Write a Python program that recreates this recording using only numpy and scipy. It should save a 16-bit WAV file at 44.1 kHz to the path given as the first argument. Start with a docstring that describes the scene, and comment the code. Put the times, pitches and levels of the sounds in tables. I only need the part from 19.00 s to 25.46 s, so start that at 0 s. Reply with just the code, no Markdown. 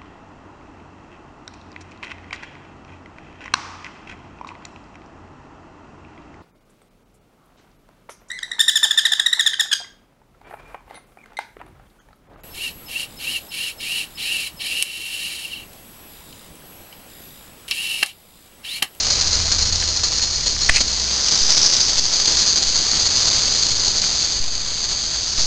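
"""A small live-steam model locomotive chuffs along indoors, nears, passes and comes to rest.
Wet steam leaves the chimney in quick beats and spits over a hiss: sputtering noise shaped into bands.
Wheels and rods tick as noise bursts; the layout rumbles as filtered noise, the boards drone as sines.
A hand-held camera clacks and is scraped, its zero level steps in soft low thumps, a low hum swells once.
Its low sample rate mirrors the hiss into the treble."""
import sys
import numpy as np
from scipy import signal
from scipy.fft import rfft, irfft
from scipy.io import wavfile
from scipy.ndimage import uniform_filter1d

SR = 44100
rng = np.random.default_rng(int(sys.argv[2]) if len(sys.argv) > 2 else 0)


def store_pcm(level_fs):
    """Save levels as 16-bit WAV."""
    pcm = np.round(np.clip(level_fs, -1, 1) * 32767).astype(np.int16)
    wavfile.write(sys.argv[1], SR, np.atleast_2d(pcm).T)


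N = 284881
TIME = np.arange(N) / SR
FOLD_HZ = SR / 8  # Nyquist limit of the quarter-rate sampling


def amp(db):
    """Decibels to gain."""
    return 10 ** (np.asarray(db) / 20)


def evened(x):
    """Scales to rms 1."""
    return x / np.sqrt(np.mean(x ** 2) + 1e-20)


def curves(rows, t=TIME):
    """Columns of a table, interpolated linearly along its first column."""
    times, *columns = np.transpose(rows)
    return [np.interp(t, times, column) for column in columns]


def spectrum(points, hz):
    """Gain of an (Hz, dB) table on a log-frequency axis."""
    f, db = np.transpose(points)
    return amp(np.interp(np.log(hz + 1), np.log(f), db))


def filtered(x, gain):
    """Filters x by a gain that is a function of frequency."""
    hz = np.fft.rfftfreq(2 * N, 1 / SR)
    return irfft(rfft(x, 2 * N) * gain(hz))[:N]


def bell(x, centre, width):
    """Gaussian of height 1; width is its standard deviation."""
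    return np.exp(-((x - centre) / width) ** 2 / 2)


def flutter(rate_hz):
    """Low-passed noise of rms 1, Gaussian roll-off of width rate_hz."""
    return evened(filtered(rng.standard_normal(N), lambda hz: bell(hz, 0, rate_hz)))


def add(mix, start_s, sound):
    """Adds a sound into the mix at start_s."""
    part = mix[round(start_s * SR):][:len(sound)]
    part += sound[:len(part)]


# engine speed: (time [s], exhaust beats [1/s])
BEAT_RATE = [(0.0, 19.18), (0.65, 14.21), (1.05, 11.87), (1.45, 6.8), (2.3, 9.6), (2.5, 12.85),
             (3.2, 12.61), (3.35, 10.77), (4.2, 9.65), (5.3, 4.74), (5.4, 0.0)]
# puff peak over fully closed flow: (time [s], depth [dB]), before uneven strength
BEAT_DEPTH_DB = [(0, 4), (1.2, 6), (1.55, 5.5), (1.95, -1), (2.5, 3), (3.1, 4), (4.25, 0.5), (4.6, -2),
                 (5.4, -0.5)]


def exhaust_beats(lead_beats=0.16, opening_beats=0.037, emptying_beats=0.7, uneven_db=1.0):
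    """Valve opens quickly, cylinder empties exponentially; gain of local mean power near 1."""
    beats = np.cumsum(curves(BEAT_RATE)[0]) / SR + lead_beats
    age = beats % 1
    opening = 1 - bell(age, 0, opening_beats)
    puff = opening * np.exp(-age / emptying_beats) * (1 - age ** 10)
    strength_db = uneven_db * rng.standard_normal(200)[beats.astype(int)]  # one draw per beat
    depth_db = curves(BEAT_DEPTH_DB)[0] + strength_db
    gain = amp(puff / puff.max() * depth_db)
    return gain / np.sqrt(uniform_filter1d(gain ** 2, size=12000))


# steam before surging: (time [s], level [dB])
STEAM_LEVEL = [(0, -21), (.8, -22.5), (1.55, -23), (1.7, -22.5), (1.95, -23.5), (2.15, -22), (2.55, -17),
               (2.75, -18), (3.08, -21.5), (3.3, -19), (3.85, -20), (4.3, -18.5), (4.7, -21), (5.05, -21.5),
               (5.3, -22.5), (5.45, -26.5), (6.46, -24)]
# water slugs from the chimney: (peak time [s], peak level [dB], length scale before rise/fall factors [s])
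WATER_SPITS = [(0.218, -20, .008), (.519, -16, 0.011), (1.037, -15.5, .011), (1.227, -19, .01),
               (1.465, -15.5, 0.011), (1.617, -23, 0.035), (1.762, -13, 0.0089), (1.808, -11.5, 0.0094),
               (2.494, -18, .006), (2.576, -14.5, .007), (2.657, -19, .007), (2.983, -16.5, 0.0099),
               (3.277, -15.5, 0.0088), (4.88, -16.5, 0.0081), (5.837, -24, 0.021), (5.911, -22.5, 0.019),
               (6.387, -21.5, 0.042)]


def steam_flow(rise_factor=0.23, fall_factor=1.03, roundness=2.7, surge_db=0.98, surge_hz=49):
    """Power of beating, surging steam plus spits that open faster than they die."""
    steam_db = curves(STEAM_LEVEL)[0] + surge_db * flutter(surge_hz)
    power = (exhaust_beats() * amp(steam_db)) ** 2
    t = np.arange(round(SR / 5)) / SR - 1 / 10  # 0 at the peak
    for peak_s, db, length_s in WATER_SPITS:
        scale_s = length_s * np.where(t < 0, rise_factor, fall_factor)
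        pulse = np.exp(-abs(t / scale_s) ** roundness)
        add(power, peak_s + t[0], amp(db) ** 2 * pulse)
    return power


def wet_steam(sputter_db=1.5, sputter_hz=370, drops_per_s=420, drop_spread_db=2.5, drop_db=-6):
    """Sputtering turbulence with bursting droplets: modulated noise plus random impulses."""
    turbulence = evened(rng.standard_normal(N) * amp(sputter_db * flutter(sputter_hz)))
    size_db = drop_spread_db * np.minimum(rng.exponential(1, N), 4)
    size = amp(size_db) * rng.choice([-1, 1], N)
    drops = evened(size * (rng.random(N) < drops_per_s / SR))
    return evened(turbulence + amp(drop_db) * drops)


# bright jet parts re whistle: (time [s], chimney ring before punch [dB], sizzle [dB])
JET_PARTS = [(0, 2, -2), (1.6, 5, -1), (1.95, -0.5, -7.5), (2.6, -17, 0), (3.5, -1.5, -8),
             (5.28, -4.5, -10), (5.5, -15, -23), (6.0, -8, -15), (6.46, -8, -3.5)]
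# broad rush spectrum: (frequency [Hz], gain [dB]), before the rush level and shade
RUSH_SPECTRUM = [(60, 6), (220, -2), (550, -0.5), (1200, -1.5), (1900, -1.5), (2700, -1), (3200, 3),
                 (3750, 6.5), (4500, 11), (5500, -1)]


def exhaust(whistle_hz=4820, whistle_sag_hz_per_s=33, whistle_width_hz=330,
            ring_hz=4260, ring_width_hz=140, ring_follow=0.41, sizzle_hz=5230, sizzle_width_hz=380,
            rush_far_db=-10.5, rush_near_db=-16, near_s=2.9,
            shade_db=-3.5, shade_hz=3400, shade_width_hz=280):
    """Steam jet: broad rush, sinking breathy whistle, chimney ring and sizzle."""
    flow = steam_flow()
    hz, t, jet = signal.stft(wet_steam() * np.sqrt(flow), SR, nperseg=512)
    hz = hz[:, None]
    ring_db, sizzle_db = curves(JET_PARTS, t)
    # a beat above its neighbours rings the chimney harder
    punch = np.interp(t, TIME, flow / uniform_filter1d(flow, size=8000))
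    whistle = bell(hz, whistle_hz - whistle_sag_hz_per_s * t, whistle_width_hz)
    ring = amp(ring_db) * punch ** ring_follow * bell(hz, ring_hz, ring_width_hz)
    sizzle = amp(sizzle_db) * bell(hz, sizzle_hz, sizzle_width_hz)
    # the jet gains on the rush until near_s; from afar the hiss has a steeper lower edge
    rush_db = np.interp(t, [0, near_s], [rush_far_db, rush_near_db])
    shade_now_db = np.interp(t, [0, near_s], [shade_db, 0])
    rush_gain = amp(rush_db + shade_now_db * bell(hz, shade_hz, shade_width_hz))
    rush = rush_gain * spectrum(RUSH_SPECTRUM, hz)
    power = whistle ** 2 + ring ** 2 + rush ** 2 + sizzle ** 2
    power = power * np.clip(.5 + (FOLD_HZ - hz) / 500, 0, 1)
    # flow sets the level of the treble; the rush follows it
    power = power / np.mean(power * (hz > 3500), axis=0)
    return signal.istft(jet * np.sqrt(power), SR, nperseg=512)[1][:N]


# layout and hand-held camera: (time [s], level before trim_db [dB])
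RUMBLE_LEVEL = [(0, -34), (.35, -28), (.5, -25.5), (.75, -26), (.9, -31.5), (1.3, -31.5), (1.7, -26.5),
                (1.95, -44.5), (3.4, -36), (4.2, -34), (6.46, -34.5)]
# rumble spectrum: (frequency [Hz], gain before low-pass and evening [dB])
RUMBLE_SPECTRUM = [(5, 4), (18, 1.5), (35, 2), (55, -0.5), (100, -5), (150, -12.5), (250, -21),
                   (600, -43.5)]


def rumble(trim_db=-2, lowpass_hz=900):
    """Low rumble of layout and camera: filtered noise under a level curve."""
    noise = filtered(rng.standard_normal(N),
                     lambda hz: spectrum(RUMBLE_SPECTRUM, hz) * bell(hz, 0, lowpass_hz))
    return evened(noise) * amp(curves(RUMBLE_LEVEL)[0] + trim_db)


def rolling(hz_centre=260, width_hz=130, peak_db=-44.5, nearest_s=3.6, pass_s=1.67):
    """Wheel roll: band noise that swells and fades as the train passes."""
    noise = evened(filtered(rng.standard_normal(N), lambda hz: bell(hz, hz_centre, width_hz)))
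    return noise * amp(peak_db) * bell(TIME, nearest_s, pass_s)


# droning board stretches, before waver and throb:
# (middle [s], Gaussian width [s], pitch at middle [Hz], glide [Hz/s], rms level at middle [dB])
BOARD_DRONES = [(0.638, 0.45, 80, -3.5, -33), (4.349, 0.49, 95, 6.5, -42)]


def drones(waver_hz=4, waver_rate_hz=8.6, throb_db=2.0, throb_rate_hz=15):
    """Boards under the wheels: gliding sines with wavering pitch and throbbing level."""
    out = np.zeros(N)
    waver, throb = waver_hz * flutter(waver_rate_hz), throb_db * flutter(throb_rate_hz)
    for middle_s, width_s, pitch_hz, glide_hz_per_s, db in BOARD_DRONES:
        pitch = pitch_hz + glide_hz_per_s * (TIME - middle_s) + waver
        phase = 2 * np.pi * np.cumsum(pitch) / SR
        out += np.sqrt(2) * np.sin(phase) * amp(db + throb) * bell(TIME, middle_s, width_s)
    return out


# wheel and rod ticks: (time [s], level before decay [dB], pitch [Hz])
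WHEEL_TICKS = [(0.215, -29, 2000), (.520, -22, 4300), (.826, -15.5, 2700), (1.196, -20.5, 2230),
               (1.565, -21, 2500), (2.286, -10, 4740), (2.569, -12, 4600), (2.971, -13, 4940),
               (3.259, -9.5, 4400), (3.393, -8, 4590), (3.934, -21.5, 1901), (5.040, -19, 2170)]


def ticks(t60_s=0.01, width_hz=1100):
    """Wheels and rods click: decaying band-noise bursts."""
    out, t, hz = np.zeros(N), np.arange(1024) / SR, np.fft.rfftfreq(1024, 1 / SR)
    for start_s, db, pitch_hz in WHEEL_TICKS:
        band = bell(hz, pitch_hz, width_hz) * (hz < FOLD_HZ)
        burst = evened(irfft(rfft(rng.standard_normal(len(t))) * band))
        add(out, start_s, burst * amp(db - 60 * t / t60_s))
    return out


def room(x, t60_s=0.26, wet_db=-16, taps_per_s=2000, gap_s=.004):
    """Small room: sparse random reflections decaying exponentially."""
    t = np.arange(round(SR / 2)) / SR
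    hits = (rng.random(len(t)) < taps_per_s / SR) * (t > gap_s)
    taps = rng.choice([-1, 1], len(t)) * hits * amp(-60 * t / t60_s)
    return x + amp(wet_db) * signal.fftconvolve(x, taps / np.linalg.norm(taps))[:N]


# blows on the camera body: (time [s], gain [dB])
CAMERA_BLOWS = [(1.6899, -11.5), (1.6945, 5), (1.6961, -3), (1.7105, -20.5)]
# camera body modes: (frequency [Hz], level re blow [dB], t60 [s])
BODY_MODES = [(1615, -18, 0.018), (1820, -9.5, 0.015), (2015, 2, 0.009), (2396, -8, 0.012),
              (2960, -14.5, 0.0053)]


def clacks(crack_db=-7, crack_t60_s=0.017, crack_hz=2700, crack_width_hz=1600,
           push_db=-20, push_s=0.0089, contact_s=0.00029):
    """Camera body struck: ringing modes, a noise crack and a slow push."""
    out, t = np.zeros(N), np.arange(round(SR / 10)) / SR
    ring = sum(amp(db - 60 * t / t60_s) * np.sin(2 * np.pi * hz * t) for hz, db, t60_s in BODY_MODES)
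    push = amp(push_db) * t / push_s * np.exp(1 - t / push_s) / 2
    contact = np.minimum(t / contact_s, 1)  # plastic gives a little as it is struck
    band = bell(np.fft.rfftfreq(len(t), 1 / SR), crack_hz, crack_width_hz)
    for start_s, db in CAMERA_BLOWS:
        snap = evened(irfft(rfft(rng.standard_normal(len(t))) * band))
        crack = amp(crack_db - 60 * t / crack_t60_s) * snap
        add(out, start_s, amp(db) * contact * (ring + crack + push))
    return filtered(out, lambda hz: hz < FOLD_HZ)


# soft low thumps: (time [s], level before factor [dB], signed step factor [1])
LOW_THUMPS = [(1.696, -20.5, 0.67), (2.411, -14, 0.78), (2.961, -19.5, -1.02), (3.665, -23, -1.06),
              (4.699, -24.5, -1.2), (4.887, -23.5, 0.79), (5.401, -18, -1.4), (6.38, -16, 0.92)]


def thumps(rise_s=0.0032, settle_s=0.15):
    """Soft low thumps: the recorder's zero level steps, then settles slowly."""
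    out, t = np.zeros(N), np.arange(SR) / SR
    step = (1 - np.exp(-t / rise_s)) * np.exp(-t / settle_s)
    for start_s, db, step_factor in LOW_THUMPS:
        add(out, start_s, step_factor * amp(db) * step)
    return out


def scrape(start_s=1.70, peak_s=1.774, peak_db=-19.5, rise_db_per_s=276, fall_db_per_s=703,
           band_hz=2450, width_hz=600, slip_db=2.7, slip_hz=300):
    """Finger scrapes over the camera: stuttering band noise, exponential rise and fall."""
    slips = rng.standard_normal(N) * amp(slip_db * flutter(slip_hz))
    grit = evened(filtered(slips, lambda hz: bell(hz, band_hz, width_hz)))
    late_s = TIME - peak_s
    pressure_db = peak_db + np.minimum(rise_db_per_s * late_s, -fall_db_per_s * late_s)
    return grit * amp(pressure_db) * (TIME > start_s)


def hum(hum_hz=64.4, waver_hz=.5, waver_rate_hz=7.5, full_s=1.78, end_s=2.17, fade_s=0.048,
        first_db=-35.5, third_db=-48.5, third_fade_s=.6):
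    """Low sine swells once, holds and fades; its third harmonic lingers."""
    phase = 2 * np.pi * np.cumsum(hum_hz + waver_hz * flutter(waver_rate_hz)) / SR
    attack = bell(np.minimum(TIME, full_s), full_s, fade_s)
    after_s = np.maximum(TIME - end_s, 0)
    first = amp(first_db) * np.exp(-after_s / fade_s) * np.sin(phase)
    third = amp(third_db) * np.exp(-after_s / third_fade_s) * np.sin(3 * phase)
    return np.sqrt(2) * attack * (first + third)


def scene():
    """Engine in its room, layout sounds, camera sounds and hum."""
    engine = room(exhaust() + ticks())
    layout = rumble() + rolling() + drones()
    camera = clacks() + thumps() + scrape()
    return (engine + layout + camera + hum())[None]


# camera smoothing filter: (frequency [Hz], gain [dB])
SMOOTHING_FILTER = [(5500, 0), (6290, -2.4), (7150, -5.4), (8010, -9.8), (8440, -13.2), (9300, -22.4),
                    (9730, -28.2)]


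def record(dry, overload=.87, edge_hz=9850):
    """Quarter-rate sampling mirrors the hiss upward; then smoothing, overload and band limit."""
    sampled = 4 * np.clip(dry[0], -1, 1) * (np.arange(N) % 4 == 0)
    smooth = filtered(sampled, lambda hz: spectrum(SMOOTHING_FILTER, hz))
    clipped = np.clip(smooth, -overload, overload)
    lowpass = signal.firwin(511, edge_hz, window=("kaiser", 9), fs=SR)
    return signal.oaconvolve(clipped, lowpass, "same")[None]


dry = scene()
out = record(dry)
store_pcm(out)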